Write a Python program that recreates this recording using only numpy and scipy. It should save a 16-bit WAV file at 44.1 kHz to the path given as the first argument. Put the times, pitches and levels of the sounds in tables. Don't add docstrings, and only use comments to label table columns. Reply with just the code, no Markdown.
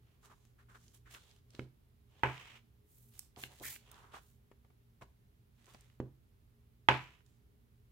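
import sys
import numpy as np
from scipy import signal
from scipy.fft import rfft, irfft, next_fast_len
from scipy.io import wavfile
from scipy.ndimage import uniform_filter1d

SR = 44100
rng = np.random.default_rng(int(sys.argv[2]) if len(sys.argv) > 2 else 0)


def materialize(psi):
    bounded = np.clip(np.atleast_2d(psi).T, -1, 1)
    quanta = np.round(bounded * 32767).astype(np.int16)
    wavfile.write(sys.argv[1], SR, quanta)


N = 349191

# start in seconds, level in dB, left lag in seconds, left minus right in dB,
# room send in dB, treble edge in Hz, rise in seconds.
PAGE_SNAPS = [(2.2334, -13, 0.00042, -5.5, 5, 3060, .001), (6.886, -6.5, 0.00033, -9, 11, 4607, 0.00063)]
# frequency in Hz, level in dB, t60 in seconds.
PAGE_MODES = [(1210, -0.5, 0.016), (1599, -5.5, 0.019), (1965, 0, 0.0091), (2460, -6.5, .011),
              (3264, -6, 0.011), (4492, -14, .008)]
# frequency in Hz, level in dB, t60 in seconds.
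BOARD_MODES = [(400, -22, .03), (534.7, -23, 0.13), (920, -6, 0.046), (877, -19, 0.21), (945, -27, 0.22),
               (989, -27, 0.33), (1037, -22, 0.17), (1275, -31.5, 0.19), (1410, -33, 0.13),
               (1526, -28.5, .2), (1644, -30.5, .2), (2014, -41, .18)]
# frequency in Hz, relative density in dB.
SMACK_SPECTRUM = [(25, -48), (60, -30.5), (200, -13), (600, -8.5), (900, -6.5), (1400, -7), (2500, -8),
                  (3300, -17.5), (4200, -26), (6000, -27.5), (15000, -37.5)]
# start in seconds, length in seconds, level in dB, fade in dB/s.
PAGE_SWEEPS = [(2.241, .385, -52, 20), (6.899, .36, -47, 86)]
# frequency in Hz, relative density in dB.
SWISH_SPECTRUM = [(200, -14), (600, -11.5), (1220, -5.5), (1500, -8), (2320, -2), (3000, -3), (4300, -17),
                  (7500, -19.5), (10000, -28.5), (15500, -27.5)]
# start in seconds, length in seconds, share spent speeding up, level in dB,
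# tilt in dB/octave, singing pitch in Hz, crinkle from 0 to 1.
SHEET_SLIDES = [(0, 0.25, 0.45, -78, -6.5, 2600, 0.04), (.21, 0.089, 0.49, -67, -.5, 6600, 0.53),
                (0.274, 0.28, 0.54, -77.5, -2, 6740, 0.6), (.67, 0.3, 0.67, -71, 0.5, 6000, 0),
                (0.929, 0.065, 0.28, -63.5, 1, 11060, 0.7), (1.092, 0.097, 0.44, -56, 0, 2300, 0.7),
                (1.139, 0.29, 0.22, -66.5, -2, 3550, 0.65), (1.474, 0.19, 0.67, -67.5, -4, 4500, 0.4),
                (2.065, 0.22, 0.7, -69.5, -7, 3000, .2), (2.233, 0.1, .35, -71.5, 6, 13000, .2),
                (2.839, 0.37, 0.37, -65.5, 8, 12900, 0.14), (3.11, 0.19, 0.28, -64, 1.5, 12400, 0.06),
                (3.365, 0.12, 0.47, -52.5, 0.5, 13000, 0.5), (3.441, 0.28, 0.46, -64.5, 0.5, 2000, 0.7),
                (3.614, .17, .33, -43, 3.5, 14100, 0.33), (3.759, 0.32, 0.52, -66.5, -5.5, 2960, 0.6),
                (4.111, .1, 0.36, -59.5, -6, 2880, 0.4), (4.147, .25, 0.42, -71, 3.5, 14000, .2),
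                (5.53, 0.49, 0.31, -71, -3, 2080, 0.6), (5.653, 0.13, 0.43, -67, 0, 3020, .7),
                (7.229, .19, 0.25, -79, -1.5, 7500, 1)]
# frequency in Hz, relative density in dB.
PAPER_SPECTRUM = [(200, -10.5), (500, -3.5), (1200, -3), (2300, -3.5), (3300, 0.5), (5000, -4.5),
                  (7000, -1.5), (10000, -5.5), (15500, -9)]
# time in seconds, resonance in Hz, level in dB.
PEEL_TRACK = [(3.6, 363, -64), (3.612, 460, -53), (3.631, 1006, -55), (3.636, 1847, -52),
              (3.655, 1950, -49.5), (3.685, 2050, -56), (3.721, 2270, -64), (3.763, 2370, -60),
              (3.784, 2400, -90)]
# start in seconds, level in dB, centre of the drive in Hz.
BLOCK_THUMPS = [(1.547, -55.5, 110), (1.5926, -40.5, 228), (2.235, -33, 112), (3.374, -55, 200),
                (3.436, -54, 200), (3.613, -56, 248), (3.655, -50.5, 70), (5.019, -60.5, 397),
                (6.0012, -36.5, 266), (6.888, -30.5, 120)]
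# frequency in Hz, level in dB, t60 in seconds.
BLOCK_MODES = [(74, -5, 0.24), (129, -2, 0.3), (158.4, -8, 0.32), (215, -16.5, 0.18), (262, -1, 0.081),
               (330, -6.5, 0.2), (359.5, -14, 0.061), (499, -9, 0.1), (349.6, 13.5, 0.013),
               (941.3, 8, 0.0054)]
# start in seconds, level in dB, pitch in Hz.
CREASE_TICKS = [(0.881, -54, 5000), (1.148, -41.5, 2730), (1.312, -55, 4000), (1.5052, -56, 5500),
                (1.55, -48, 3600), (1.5944, -37, 2020), (2.379, -42.5, 2560), (3.1924, -33, 9200),
                (3.362, -49.5, 3400), (3.437, -29, 2160), (3.5987, -51, 5000), (3.762, -43.5, 2310),
                (3.9154, -45, 10800), (3.943, -51, 3540), (5.658, -58, 6930), (5.746, -54, 4000),
                (5.809, -54, 7400), (5.9, -59, 2170), (7.181, -71, 2000), (7.207, -62.5, 1490),
                (7.263, -60, 6250)]
# start in seconds, level in dB.
FINGER_TAPS = [(1.547, -64), (1.594, -61), (3.524, -56), (4.138, -51.5), (4.514, -54.5), (4.647, -62.5),
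               (4.702, -63.5), (5.012, -54.5), (5.02, -45), (5.678, -60), (5.746, -50), (6.001, -46.5)]
# frequency in Hz, relative density in dB.
PAT_SPECTRUM = [(150, 3.5), (500, -2), (950, 1.5), (1500, -8.5), (2600, -10), (4000, -23), (8000, -27),
                (15000, -45)]
# start in seconds, length in seconds, level in dB, pitch in Hz.
FINGER_RUBS = [(.225, .08, -65.5, 1150), (.295, .055, -60.5, 1080), (0.58, 0.064, -68, 1380),
               (0.683, 0.071, -64, 1280), (.741, .04, -58.5, 1330), (1.052, 0.076, -64, 1550),
               (1.137, 0.055, -57.5, 1350), (3.364, 0.04, -56.5, 740), (3.482, .075, -65, 667),
               (3.898, 0.26, -62, 1095), (4.13, 0.068, -51.5, 1090), (5.009, .04, -58, 920),
               (5.663, 0.092, -68, 1130)]
# frequency in Hz, t60 in seconds, level in dB.
ROOM_BANDS = [(100, 0.25, -6.5), (280, 0.32, -7.5), (520, .18, -4.5), (895, 0.28, -7), (2135, .33, -9.5),
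              (2980, .31, -7.5), (4200, 0.33, -3), (12000, 0.22, -8)]
# centre in Hz, width in Hz, level in dB.
VENT_HUMS = [(59.4, 8.3, -75.5), (120, 5.6, -71.5), (229.8, 5.2, -82.5), (411, 26, -84)]
# frequency in Hz, relative density in dB.
AIR_SPECTRUM = [(20, -15), (50, -2), (85, -4), (150, -12.5), (300, -21), (500, -28.5), (680, -31.5),
                (1200, -33.5), (3600, -38), (5500, -42.5), (9000, -44.5), (11000, -38.5), (15800, -37.5)]
# frequency in Hz, left-right correlation.
AIR_CORRELATION = [(60, 0.89), (130, 0.92), (290, 0.63), (640, 0.12), (1410, -0.25), (3100, 0.054),
                   (6820, 0.15), (15000, -0.46)]
NEAR_CORRELATION = [(130, 0.91), (600, .8), (1400, 0.13), (3000, 0.2), (15000, 0.033)]


def page_snaps(crack_db=-4, crack_decay_s=0.0046, treble_floor=0.17):
    direct, send = np.zeros((2, N)), np.zeros((2, N))
    t = np.arange(SR // 2) / SR
    for start_s, db, lag_s, left_db, room_db, edge_hz, rise_s in PAGE_SNAPS:
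        shelf = lambda hz: (treble_floor + 1 / (1 + (hz / edge_hz) ** 6)) / (1 + treble_floor)
        smack = minimum_phase(lambda hz: amp(curve(SMACK_SPECTRUM, hz)) * shelf(hz))
        slips = rng.standard_normal((2, len(t))) * np.exp(-t / crack_decay_s) * (1 - np.exp(-t / rise_s))
        crack = signal.fftconvolve(np.diff(slips, prepend=0), smack[None], axes=1)[:, :len(t)]
        modes = [(hz, mode_db + 20 * np.log10(shelf(hz)), t60_s) for hz, mode_db, t60_s in PAGE_MODES]
        bending = ring(modes, np.array([t - lag_s, t]), rise_s)
        page = (bending + amp(crack_db) * crack) * stereo_db(left_db / 2, -left_db / 2)
        board = ring(BOARD_MODES, t, rise_s) * stereo_db(-5, 0)
        add(direct, start_s, amp(db) * (page + board))
        add(send, start_s, amp(room_db) * np.array([smack, smack]))
    return direct, send


def page_sweeps(attack_s=0.021, stop_s=0.057):
    out = np.zeros((2, N))
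    for start_s, length_s, db, fade_db_per_s in PAGE_SWEEPS:
        t = np.arange(0, length_s, 1 / SR)
        gate = np.minimum(t / attack_s, 1) * np.minimum((length_s - t) / stop_s, 1) ** 2
        slips = friction(len(t), grip_db=1.9, catch_size=1.2)
        swish = coloured(slips, lambda hz: amp(curve(SWISH_SPECTRUM, hz)))
        add(out, start_s, amp(db - fade_db_per_s * t) * gate * swish)
    return out * stereo_db(-3.5, 0)


def sheet_slides(sing_db=-2.5, sing_width_ratio=0.34):
    out = np.zeros((2, N))
    for start_s, length_s, rise_share, db, tilt_db_per_oct, pitch_hz, crinkle in SHEET_SLIDES:
        envelope = stroke(length_s, rise_share, speed_exponent=0.55)
        slips = friction(len(envelope), grip_db=2.0, catches_per_s=170, catch_size=7.6 * crinkle)
        singing = lambda hz: 1 + amp(sing_db) * resonance(hz, pitch_hz, sing_width_ratio * pitch_hz)
        hiss = coloured(slips, lambda hz: paper_gain(hz, tilt_db_per_oct) * singing(hz))
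        add(out, start_s, amp(db) * envelope * hiss)
    return out * stereo_db(-3, 0)


def sheet_peel(half_width_hz=430, correlation=0.65):
    times_s, gap_hz, db = np.transpose(PEEL_TRACK)
    t = np.arange(times_s[0], times_s[-1], 1 / SR)
    lowpass = lambda hz: 1 / (1 + (hz / half_width_hz) ** 3)
    baseband = lambda: coloured(friction(len(t)), lowpass, [(0, correlation)])
    phase = 2 * np.pi * np.cumsum(np.interp(t, times_s, gap_hz)) / SR
    band = baseband() * np.cos(phase) + baseband() * np.sin(phase)
    out = np.zeros((2, N))
    add(out, times_s[0], amp(np.interp(t, times_s, db)) * band)
    return out


def block_thumps(falloff_db_per_oct=5.0, contact_s=0.00015):
    out = np.zeros((2, N))
    t = np.arange(SR // 2) / SR
    for start_s, db, drive_hz in BLOCK_THUMPS:
        modes = [(hz, mode_db - falloff_db_per_oct * abs(np.log2(hz / drive_hz)), t60_s)
                 for hz, mode_db, t60_s in BLOCK_MODES]
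        add(out, start_s, amp(db) * ring(modes, t, contact_s) * stereo_db(-1.5, 0))
    return out


def crease_ticks(skirt_gain=0.13, cutoff_ratio=2.1):
    out = np.zeros((2, N))
    for start_s, db, pitch_hz in CREASE_TICKS:
        peak = lambda hz: resonance(hz, pitch_hz, width_hz=pitch_hz) + skirt_gain
        gain = lambda hz: peak(hz) / (1 + (hz / (cutoff_ratio * pitch_hz)) ** 4)
        add(out, start_s, amp(db) * burst(gain, decay_s=0.0019, rise_s=0.000068))
    return out * stereo_db(-4.5, 0)


def finger_taps():
    out = np.zeros((2, N))
    for start_s, db in FINGER_TAPS:
        pat = burst(lambda hz: amp(curve(PAT_SPECTRUM, hz)), decay_s=0.0062, rise_s=0.00062)
        add(out, start_s, amp(db) * pat)
    return out * stereo_db(1, 0)


def finger_rubs(width_ratio=0.73, hiss_db=-10, rumble_db=-12.5):
    out = np.zeros((2, N))
    for start_s, length_s, db, pitch_hz in FINGER_RUBS:
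        envelope = stroke(length_s, rise_share=0.25, speed_exponent=0.41)
        n = len(envelope)
        sheet = coloured(friction(n), lambda hz: resonance(hz, pitch_hz, width_ratio * pitch_hz))
        hiss = coloured(friction(n), lambda hz: paper_gain(hz, tilt_db_per_oct=-1.5))
        rumble = coloured(friction(n), lambda hz: resonance(hz, centre_hz=380, width_hz=190))
        add(out, start_s, amp(db) * envelope * (sheet + amp(hiss_db) * hiss + amp(rumble_db) * rumble))
    return out * stereo_db(-2, 0)


def room_echo(send, predelay_s=0.006, reflections_per_s=5000):
    shape = (2, SR // 2)
    reflections = rng.standard_normal(shape) * (rng.random(shape) < reflections_per_s / SR)
    hz, t, bands = signal.stft(coloured(reflections, np.ones_like), SR, nperseg=256)
    band_hz, *columns = np.transpose(ROOM_BANDS)
    t60_s, db = (curve(np.transpose([band_hz, column]), hz)[:, None] for column in columns)
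    decay_per_s = np.log(1000) / t60_s
    fade = np.exp(-decay_per_s * t) * np.sqrt(2 * decay_per_s / SR)
    tail = signal.istft(bands * fade * amp(db), SR, nperseg=256)[1]
    out = np.zeros((2, N))
    add(out, predelay_s, signal.fftconvolve(send, tail, axes=1))
    return out


def ventilation(air_db=-67):
    noise = lambda gain: coloured(rng.standard_normal((2, N)), gain, AIR_CORRELATION)
    air = amp(air_db) * noise(lambda hz: amp(curve(AIR_SPECTRUM, hz)))
    hum = sum(amp(db) * noise(lambda hz: resonance(hz, centre_hz, width_hz))
              for centre_hz, width_hz, db in VENT_HUMS)
    return (air + hum) * stereo_db(-1, 1)


def friction(n, grip_db=1.5, grip_s=0.0056, catches_per_s=350, catch_size=2.0):
    grip = unit_rms(uniform_filter1d(rng.standard_normal(n), int(grip_s * SR)))
    catches = (rng.random(n) < catches_per_s / SR) * np.minimum(rng.exponential(1, n), 3)
    return rng.standard_normal((2, n)) * amp(grip_db * grip) * (1 + catch_size * catches)


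def stroke(length_s, rise_share, speed_exponent):
    progress = np.arange(0, length_s, 1 / SR) / length_s
    speed = np.sin(np.pi / 2 * np.interp(progress, [0, rise_share, 1], [0, 1, 0])) ** 2
    return speed ** speed_exponent


def burst(gain, decay_s, rise_s, n=4096):
    t = np.arange(n) / SR
    return coloured(rng.standard_normal((2, n)), gain) * np.exp(-t / decay_s) * (1 - np.exp(-t / rise_s))


def ring(modes, t, rise_s):
    t = np.maximum(t, 0)
    sines = sum(amp(db - 60 * t / t60_s) * np.sin(2 * np.pi * hz * t) for hz, db, t60_s in modes)
    return (1 - np.exp(-t / rise_s)) * sines


def paper_gain(hz, tilt_db_per_oct, knee_hz=1500):
    octaves = np.log2(1 + (hz / knee_hz) ** 2) / 2
    return amp(curve(PAPER_SPECTRUM, hz) + tilt_db_per_oct * octaves)


def resonance(hz, centre_hz, width_hz):
    return 1 / (1 + ((hz ** 2 - centre_hz ** 2) / (0.97 * width_hz * (hz + 1))) ** 2)


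def coloured(pair, gain, correlation=NEAR_CORRELATION):
    n = pair.shape[1]
    size = next_fast_len(n, True)
    hz = np.fft.rfftfreq(size, 1 / SR)
    left, other = rfft(pair, size)
    shared = curve(correlation, hz)
    right = shared * left + np.sqrt(1 - shared ** 2) * other
    return unit_rms(irfft(np.array([left, right]) * gain(hz), size)[:, :n])


def minimum_phase(gain, n=4096):
    log_gain = np.log(gain(abs(np.fft.fftfreq(n, 1 / SR))) + 1e-5)
    pulse = np.fft.ifft(np.exp(np.conj(signal.hilbert(log_gain)))).real
    return pulse / np.linalg.norm(pulse)


def curve(points, hz):
    point_hz, values = np.transpose(points)
    return np.interp(np.log(hz + 1), np.log(point_hz + 1), values)


def amp(db):
    return 10 ** (np.asarray(db) / 20)


def stereo_db(left_db, right_db):
    return amp([[left_db], [right_db]])


def unit_rms(x):
    return x / np.sqrt(np.mean(x ** 2) + 1e-20)


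def add(mix, start_s, sound):
    part = mix[:, round(start_s * SR):][:, :sound.shape[1]]
    part += sound[:, :part.shape[1]]


def scene(light_send_db=-5):
    rustle = finger_rubs() + sheet_slides() + page_sweeps() + sheet_peel()
    clicks = crease_ticks() + finger_taps()
    thumps = block_thumps()
    snaps, snap_send = page_snaps()
    echo = room_echo(snap_send + thumps + amp(light_send_db) * (rustle + clicks))
    return snaps + rustle + thumps + clicks + echo + ventilation()


def record(dry, low_hz=42, high_hz=15900):
    thin = signal.sosfilt(signal.butter(2, low_hz, "highpass", fs=SR, output="sos"), dry)
    lowpass = signal.firwin(511, high_hz, window=("kaiser", 9), fs=SR)
    return signal.oaconvolve(thin, lowpass[None], "same")


dry = scene()
out = record(dry)
materialize(out)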